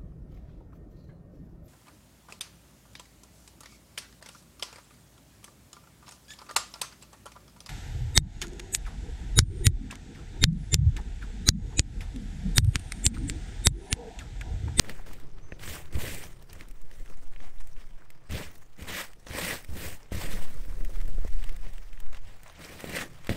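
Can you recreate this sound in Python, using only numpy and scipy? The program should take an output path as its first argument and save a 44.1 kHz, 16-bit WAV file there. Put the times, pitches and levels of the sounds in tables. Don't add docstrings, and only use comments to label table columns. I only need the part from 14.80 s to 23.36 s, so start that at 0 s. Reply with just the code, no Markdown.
import sys
import numpy as np
from scipy import signal
from scipy.fft import rfft, irfft, next_fast_len
from scipy.io import wavfile
from scipy.ndimage import uniform_filter1d

SR = 44100
rng = np.random.default_rng(int(sys.argv[2]) if len(sys.argv) > 2 else 0)


def unload_audio(sound):
    columns = np.transpose(np.atleast_2d(sound))
    steps = np.round(np.clip(columns, -1, 1) * 32767)
    wavfile.write(sys.argv[1], SR, steps.astype(np.int16))


N = 377496
T = np.arange(N) / SR
SPLIT_HZ = 5500
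EDGE_HZ = 15720


def amp(db):
    return 10 ** (np.asarray(db) / 20)


def evened(x):
    return x / np.sqrt(np.mean(x ** 2) + 1e-20)


def curves(rows):
    s, *columns = np.transpose(rows)
    return [np.interp(T, s, column) for column in columns]


def coloured(x, points):
    f, db = np.transpose(points)
    size = next_fast_len(len(x))
    hz = np.fft.rfftfreq(size, 1 / SR)
    gain = amp(np.interp(np.log(hz + 0.069), np.log(f + 0.15), db))
    return irfft(rfft(x, size) * gain, size)[:len(x)]


def coloured_noise(points):
    return evened(coloured(rng.standard_normal(N), points))


def split(x):
    filters = [signal.butter(4, SPLIT_HZ, kind, fs=SR, output="sos") for kind in ("low", "high")]
    return [signal.sosfilt(sos, x) for sos in filters]


def wander(hz):
    pole = [1, -np.exp(-2 * np.pi * hz / SR)]
    once = signal.lfilter([1], pole, rng.standard_normal(N))
    return evened(signal.lfilter([1], pole, once))


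def add(mix, s, sound):
    part = mix[round(s * SR):][:len(sound)]
    part += sound[:len(part)]


# pitch_hz, level_db (per Hz)
SWEPT_COLOUR = [(350, -6), (600, 1.5), (698, -20.5), (931, -8), (1240, -6.5), (1570, -3), (1800, 3.5),
                (2870, -3), (4980, -10), (6370, -11.5), (8270, -4), (10300, -10.5), (13900, -7.5),
                (16000, -11.5)]
# pitch_hz, level_db (per Hz)
PATTER_COLOUR = [(350, -25), (600, -2.5), (919, -3), (2090, -6), (2570, -10.5), (3080, -11), (4280, -15),
                 (8990, -6.5), (10500, -9.5), (13600, -13), (16000, -3)]


def husks():
    gains = stirred()
    firm = 1 / (1 + (gains[0] / amp(-49.5)) ** -1.3)
    sweep = swarm(9000, spread_db=1.5, clump_db=2.0, ring_s=0.0078, snap=0.38, soft=0.71,
                  patch_db=2.0, colour=SWEPT_COLOUR)
    patter = swarm(700, spread_db=5.0, clump_db=3.0, ring_s=0.0017, snap=0.17, soft=1.95,
                   patch_db=2.5, colour=PATTER_COLOUR)
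    crunch, hiss = (np.sqrt(firm) * a + np.sqrt(1 - firm) * b for a, b in zip(sweep, patter))
    rattle = dragged(TRAY_MODES[2:], uneven_db=3.5, hardness_db=0.0)
    boom = dragged(TRAY_MODES[:2], uneven_db=2.5, hardness_db=-6.0)
    return (gains * [crunch, hiss, rattle, boom]).sum(0)


def swarm(per_s, spread_db, clump_db, ring_s, snap, soft, patch_db, colour):
    t, out = T[:600], np.zeros(N)
    chance = np.clip(per_s / SR, 1e-4, 1)
    size = amp(spread_db * np.minimum(rng.exponential(1, N), 5)) * rng.choice([-1., 1.], N)
    clicks = size * (rng.random(N) < chance)
    kind = rng.integers(0, 14, N)
    for k, hz in enumerate(np.geomspace(800, 15000, 14)):
        ring = hz / 3000 * np.sin(2 * np.pi * hz * t) * np.exp(-t * hz / 1.75)
        rattle = snap * rng.standard_normal(len(t)) * np.exp(-t / ring_s)
        out += signal.oaconvolve(clicks * (kind == k), ring + rattle)[:N]
    out = evened(out) + soft * rng.standard_normal(N)
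    spectrum = rfft(out * amp(clump_db * wander(35)))
    flat = irfft(spectrum / np.sqrt(uniform_filter1d(abs(spectrum) ** 2, 6000)), N)
    return [evened(part) for part in split(coloured(patchy(flat, patch_db), colour))]


def patchy(x, patch_db):
    z = signal.stft(x, nperseg=256)[2]
    across_pitch = uniform_filter1d(rng.standard_normal(z.shape), size=7, axis=0)
    patches = uniform_filter1d(across_pitch, size=14, axis=1)
    return evened(signal.istft(z * amp(patch_db * evened(patches)), nperseg=256)[1][:N])


# start_s, crunch_db, hiss_db (against the crunch),
# rattle_db (tray), boom_db (tray)
TRICKLE = [(0.0, -51.5, -6.5, -50, -56), (0.4, -63, -10, -62.5, -57), (0.47, -64, -15, -60.5, -59.5),
           (1.6, -64.5, -2.5, -62.5, -54.5), (1.95, -66, -3.5, -64, -68), (2.25, -61, -3, -62, -58),
           (2.55, -63, -6, -65.5, -64), (2.9, -64, -2, -67.5, -61), (3.45, -68, -11, -70, -71),
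           (3.75, -66, 2, -63, -57.5), (3.93, -67, -5, -70, -73), (4.4, -65.5, -3, -64, -64),
           (4.85, -63, 1, -63, -63), (5.25, -62, -9, -62.5, -62), (5.75, -58, 0, -55, -54),
           (6.05, -57.5, -2, -52.5, -48), (6.7, -58, -7.5, -61.5, -49), (6.95, -60.5, -4.5, -64.5, -61.5),
           (7.3, -63, -10, -67.5, -56), (7.62, -62, -2, -68, -63), (7.77, -55.5, -14, -61.5, -61),
           (8.37, -60, -6, -58.5, -60), (8.47, -54, -11, -68, -56), (8.56, -48, -8, -51, -50.5)]
# start_s (landing), swell_s, length_s, crunch_db (at the peak),
# landing_db (against the peak), sag_db (before the lift), hiss_db (against the crunch),
# rattle_db (tray), boom_db (tray), thump_db (landing)
STROKES = [(0.046, 0.076, 0.064, -50, -9, -7, -13, -46, -54, -51),
           (0.255, 0.026, 0.19, -55, -5, -10, -7, -56, -58, -58),
           (0.781, .12, 0.24, -43, -21, -12, -2, -46.5, -43.5, -52),
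           (1.121, 0.12, .36, -42, -12.5, -12.5, -1.5, -43.5, -45, -33.5),
           (1.68, 0.29, 0.14, -54.5, -7.5, -9.5, -8, -55, -50, -59),
           (2.175, 0.027, 0.052, -62, -8, -11, -15, -58, -59, -68),
           (2.275, 0.019, .06, -66, -3, -5, -6, -56, -66, -67),
           (2.593, 0.015, .1, -55.5, -1, -10, -17, -56, -53, -56),
           (2.96, 0.081, 0.058, -54.5, -11, -9, -16, -66, -62, -62),
           (3.486, 0.065, .2, -39.5, -18.5, -14, -8.5, -40.5, -38, -35.5),
           (3.972, 0.05, 0.11, -51, -9, -4, -5, -49, -57, -56),
           (4.065, 0.13, 0.17, -35, -9, -8, -7.5, -46.5, -67, -43),
           (4.46, 0.18, 0.28, -34, -23.5, -1.5, -5, -42, -51, -39.5),
           (4.884, .17, 0.28, -43.5, -21, -14, 0.5, -44.5, -40.5, -37),
           (5.315, 0.11, 0.37, -43.5, -3.5, -12, -3.5, -44, -47.5, -33.5),
           (6.585, .04, .11, -63, -1, -4, -3, -78, -48, -60),
           (6.807, 0.087, 0.087, -55, -7, -14, -21, -57.5, -57, -60),
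           (7.31, .04, 0.076, -56, -11, -9, -16, -61, -52.5, -60),
           (7.441, .07, 0.13, -57.5, -2, -7, -16, -68, -55.5, -62),
           (7.785, 0.084, 0.27, -50, -6, 2, -5, -53.5, -58, -60),
           (8.064, 0.15, .18, -36.5, -11, -11, -8, -36, -50, -51),
           (8.49, 0.0097, 0.052, -40.5, -8, -9, -9.5, -32, -44, -37)]


def stirred():
    crunch_db, hiss_db, rattle_db, boom_db = curves(TRICKLE)
    power = amp([crunch_db, crunch_db + hiss_db, rattle_db, boom_db]) ** 2
    for row in STROKES:
        for layer, part in zip(power, stroke(*row)):
            add(layer, row[0], part)
    return np.sqrt(power)


TOUCH_S, LIFT_DB_PER_S = 0.0092, -260
HISS_DB_PER_S, RATTLE_DB_PER_S, BOOM_DB_PER_S = 3, -9, -11
THUMP_RISE_S, THUMP_DB_PER_S = 0.045, -230


def stroke(start, swell, length, peak_db, landing_db, sag_db, hiss_db, rattle_db, boom_db, thump_db):
    t = T[:SR]
    rise = np.maximum(1 - t / swell, 0)
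    sag = np.clip((t - swell) / max(length - swell, .005), 0, 1)
    lift_db = LIFT_DB_PER_S * np.maximum(t - length, 0)
    shape_db = landing_db * rise ** 2 + sag_db * sag ** 2 + lift_db
    along = t - swell
    layers_db = [peak_db + 0 * t,
                 peak_db + hiss_db + HISS_DB_PER_S * along,
                 rattle_db + RATTLE_DB_PER_S * along,
                 boom_db + BOOM_DB_PER_S * along]
    power = (amp(shape_db + layers_db) * np.minimum(t / TOUCH_S, 1)) ** 2
    thump_fall_db = THUMP_DB_PER_S * np.maximum(t - THUMP_RISE_S, 0)
    thump = amp(thump_db + thump_fall_db) * np.minimum(t / THUMP_RISE_S, 1)
    return power + np.outer([0, 0, 0, 1], thump ** 2)


# pitch_hz, level_db, t60_s
TRAY_MODES = [(81.7, -2, 0.11), (108, -10, 0.052), (186.4, -3.5, 0.06), (220.6, -1, 0.043),
              (284, 1.5, 0.038), (344, -1.5, 0.037), (419.2, 0.5, 0.032), (494, -6, 0.044),
              (588, -18, 0.043), (860, -53, 0.021)]


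def tray_ring(hardness_db=0, modes=TRAY_MODES):
    t = T[:8000]
    ring = 0
    for hz, db, t60 in modes:
        level_db = db + hardness_db * np.log2(hz / 250) - 60 * t / t60
        ring = ring + amp(level_db) * np.sin(2 * np.pi * hz * t)
    return ring / abs(ring).max()


def softened(ring):
    return ring * np.minimum(T[:8000] / 0.0013, 1)


def dragged(modes, uneven_db, hardness_db):
    push = rng.standard_normal(N) * amp(uneven_db * wander(29.0))
    return evened(signal.oaconvolve(push, softened(tray_ring(hardness_db, modes)))[:N])


CRACK_DB, CRACK_S = -20, .00016
# start_s, level_db, hardness_db (per octave)
KNOCKS = [(0.094, -29.5, 14), (0.722, -24, -2.5), (1.125, -40, -10), (1.15, -24, -23), (1.179, -28, -28),
          (3.499, -31, -12), (3.528, -40, -14), (4.02, -31, -9.5), (4.069, -37, -7), (4.466, -30.5, 2),
          (4.505, -30, -12), (4.549, -21.5, -2), (4.89, -31.5, -16), (5.319, -18, -4.5), (5.346, -25.5, -7),
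          (6.045, -50, -14), (6.198, -38, -8), (6.382, -27, 2), (6.448, -22, 3), (7.851, -34, 1),
          (8.041, -18.5, 8), (8.135, -24, 0), (8.17, -28, 19), (8.4922, -10.5, 2), (8.5012, -15, -3.5)]


def knocks():
    out, u = np.zeros(N), T[:400] / CRACK_S
    crack = u * (2 - u) * np.exp(1 - u)
    for s, db, hardness_db in KNOCKS:
        add(out, s + .0005, amp(db + CRACK_DB) * crack)
        add(out, s + 0.001, amp(db) * softened(tray_ring(hardness_db)))
    return out


TICK_T60_S = 0.02
# start_s, level_db (before a common 6 dB cut), treble_db (against the body)
TICKS = [(0.046, -35, -18), (0.0952, -25, -11), (0.333, -43, 5.5), (0.35, -58, 3), (0.399, -44, -4),
         (0.721, -29.5, -35), (0.7947, -35.5, -19), (0.8347, -30, -24), (0.8765, -28, -16),
         (1.1257, -36.5, -10), (1.154, -28.5, -16), (1.6243, -48.5, 3.5), (1.6955, -52, -20),
         (1.73, -42.5, 9), (1.809, -34.5, -11), (1.8853, -50, 6), (1.911, -48.5, 6), (2.016, -53.5, 6),
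         (2.113, -41.5, -7), (2.2597, -45, -13), (2.2987, -46, -1), (2.5347, -42, -20),
         (2.5617, -39.5, -26), (2.603, -40, -18), (2.8727, -50.5, 7), (2.9647, -43, -23),
         (3.3032, -40.5, 0.5), (3.51, -35, -2), (3.7567, -41.5, -7), (4.0234, -37.5, -3),
         (4.333, -42.5, -7), (4.469, -32, -17), (4.51, -29, -19), (4.846, -38, -1), (4.9367, -48, 5),
         (5.3196, -45, -6), (5.8503, -43, -12), (6.048, -37, -1), (6.2027, -38.5, -8), (6.213, -36, -8),
         (6.2557, -49, -1), (6.6273, -38, -20), (6.64, -34, -4.5), (6.7255, -47, 2), (6.813, -50, 0),
         (6.692, -31, -11), (6.764, -44.5, 3), (6.8658, -39, -23), (6.9351, -45, -2.5), (6.981, -40, -9),
         (7.13, -40, -15), (7.1748, -39, -25), (7.202, -41.5, 4), (7.3292, -39, -9), (7.346, -34, -16),
         (7.3688, -37.5, -12), (7.6327, -46, 5), (8.005, -37, 4), (8.042, -33, -17), (8.0942, -33, -2),
         (8.159, -29, -29), (8.1865, -18.5, -36), (8.4453, -38, -9), (8.47, -30, -6), (8.493, -21.5, -11)]


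def ticks():
    out, t = np.zeros(N), T[:3000]
    for s, db, treble_db in TICKS:
        low, high = split(coloured(rng.standard_normal(3000), SWEPT_COLOUR))
        low = coloured(low, [(2800, 0), (5500, min(treble_db + 11, 0))])
        burst = evened(low) + amp(treble_db) * evened(high)
        decay = amp(db - 6 - 60 * t / TICK_T60_S)
        add(out, s, decay * burst * np.minimum(t / .0004, 1))
    return out


# start_s, slow_db (pressure), flutter_db
GUSTS = [(0.0, -41, -63.5), (0.16, -29.5, -40.5), (1.02, -40.5, -50), (1.14, -25, -45), (1.67, -50.5, -50),
         (1.93, -42, -38.5), (1.98, -29.5, -47), (2.86, -24.5, -44.5), (3.33, -38, -60.5), (4.86, -48, -50),
         (4.91, -28, -39), (5.27, -41.5, -55), (5.55, -19.5, -30), (5.72, -18.5, -52), (5.79, -28.5, -31.5),
         (6.51, -16, -27.5), (7.13, -34, -41), (7.25, -16.5, -36.5), (7.77, -58.5, -58.5), (8.56, -38, -55)]
# pitch_hz, level_db (per Hz)
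BREEZE_COLOUR = [(1, 15.5), (4, 22), (9, -3.5), (18, -5), (26, -10), (40, -55), (200, -140)]
# pitch_hz, level_db (per Hz)
FLUTTER_COLOUR = [(12, -1), (22, 15), (35, -1), (60, -12), (100, -25.5), (200, -43), (800, -120)]


def breeze():
    slow_db, flutter_db = (uniform_filter1d(curve, size=5000) for curve in curves(GUSTS))
    slow = steady(coloured(rng.standard_normal(N), BREEZE_COLOUR), .18)
    flutter = steady(coloured(rng.standard_normal(N), FLUTTER_COLOUR), 0.26)
    return amp(slow_db) * slow + amp(flutter_db) * flutter


def steady(x, s):
    return x / np.sqrt(uniform_filter1d(x ** 2, round(s * SR)) + 0.0013 * np.mean(x ** 2))


# start_s, level_db
DRONE = [(0.0, -58.5), (1.4, -54.5), (1.91, -66), (4.53, -65), (4.62, -70), (5.31, -65), (5.43, -50),
         (6.6, -70), (7.18, -70), (8.18, -53.5), (8.56, -56)]
# pitch_hz, level_db (per Hz)
DRONE_COLOUR = [(90, -36), (115, 4.5), (135, -5.5), (160, -1), (190, -15.5), (260, -53)]


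def drone():
    noise = amp(-3) * coloured_noise(DRONE_COLOUR)
    return amp(curves(DRONE)[0]) * (noise + engine())


ENGINE_HZ = 32.45
ENGINE_GONE_S, ENGINE_FADE_S = 4.2, .5
# multiple, level_db (against the drone)
ENGINE_TONES = [(4, -2), (5, -4.5), (10, -12), (11, -12), (12, -12.5), (13, -14.5)]


def engine():
    turns = np.cumsum(ENGINE_HZ + .15 * wander(2.27)) / SR
    tones = np.zeros(N)
    for k, db in ENGINE_TONES:
        tones += amp(db + 2.7 * wander(4)) * np.sin(2 * np.pi * (k * turns + rng.random()))
    return tones * np.clip((ENGINE_GONE_S - T) / ENGINE_FADE_S, 0, 1)


# start_s, pitch_hz, level_db
WHISTLE = [(0.61, 5900, -79), (0.638, 6150, -66.5), (0.704, 6150, -73), (0.74, 6220, -67),
           (0.78, 6140, -87)]


def whistle():
    hz, db = curves(WHISTLE)
    sounding = 1. * (T > WHISTLE[0][0]) * (T < WHISTLE[-1][0])
    on = uniform_filter1d(sounding, 500)
    tone = np.sin(2 * np.pi * np.cumsum(hz + 25 * wander(60)) / SR)
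    return np.sqrt(2) * on * amp(db + 1.9 * wander(40)) * tone


HUM_DB = -65
# pitch_hz, level_db (per Hz)
HUM_COLOUR = [(24, -30), (40, 1.5), (71, -51), (372, -24), (491, -26), (556, -28.5), (1210, -30),
              (1550, -38), (2100, -42), (2380, -39), (13100, -52), (16000, -58)]


def hum():
    return amp(HUM_DB) * coloured_noise(HUM_COLOUR)


def scene():
    near = husks() + knocks() + ticks()
    far = drone() + whistle() + hum()
    return (near + breeze() + far)[None]


def record(dry):
    lowpass = signal.firwin(1023, EDGE_HZ, window=("kaiser", 9), fs=SR)
    return signal.oaconvolve(dry, lowpass[None], "same")


dry = scene()
out = record(dry)
unload_audio(out)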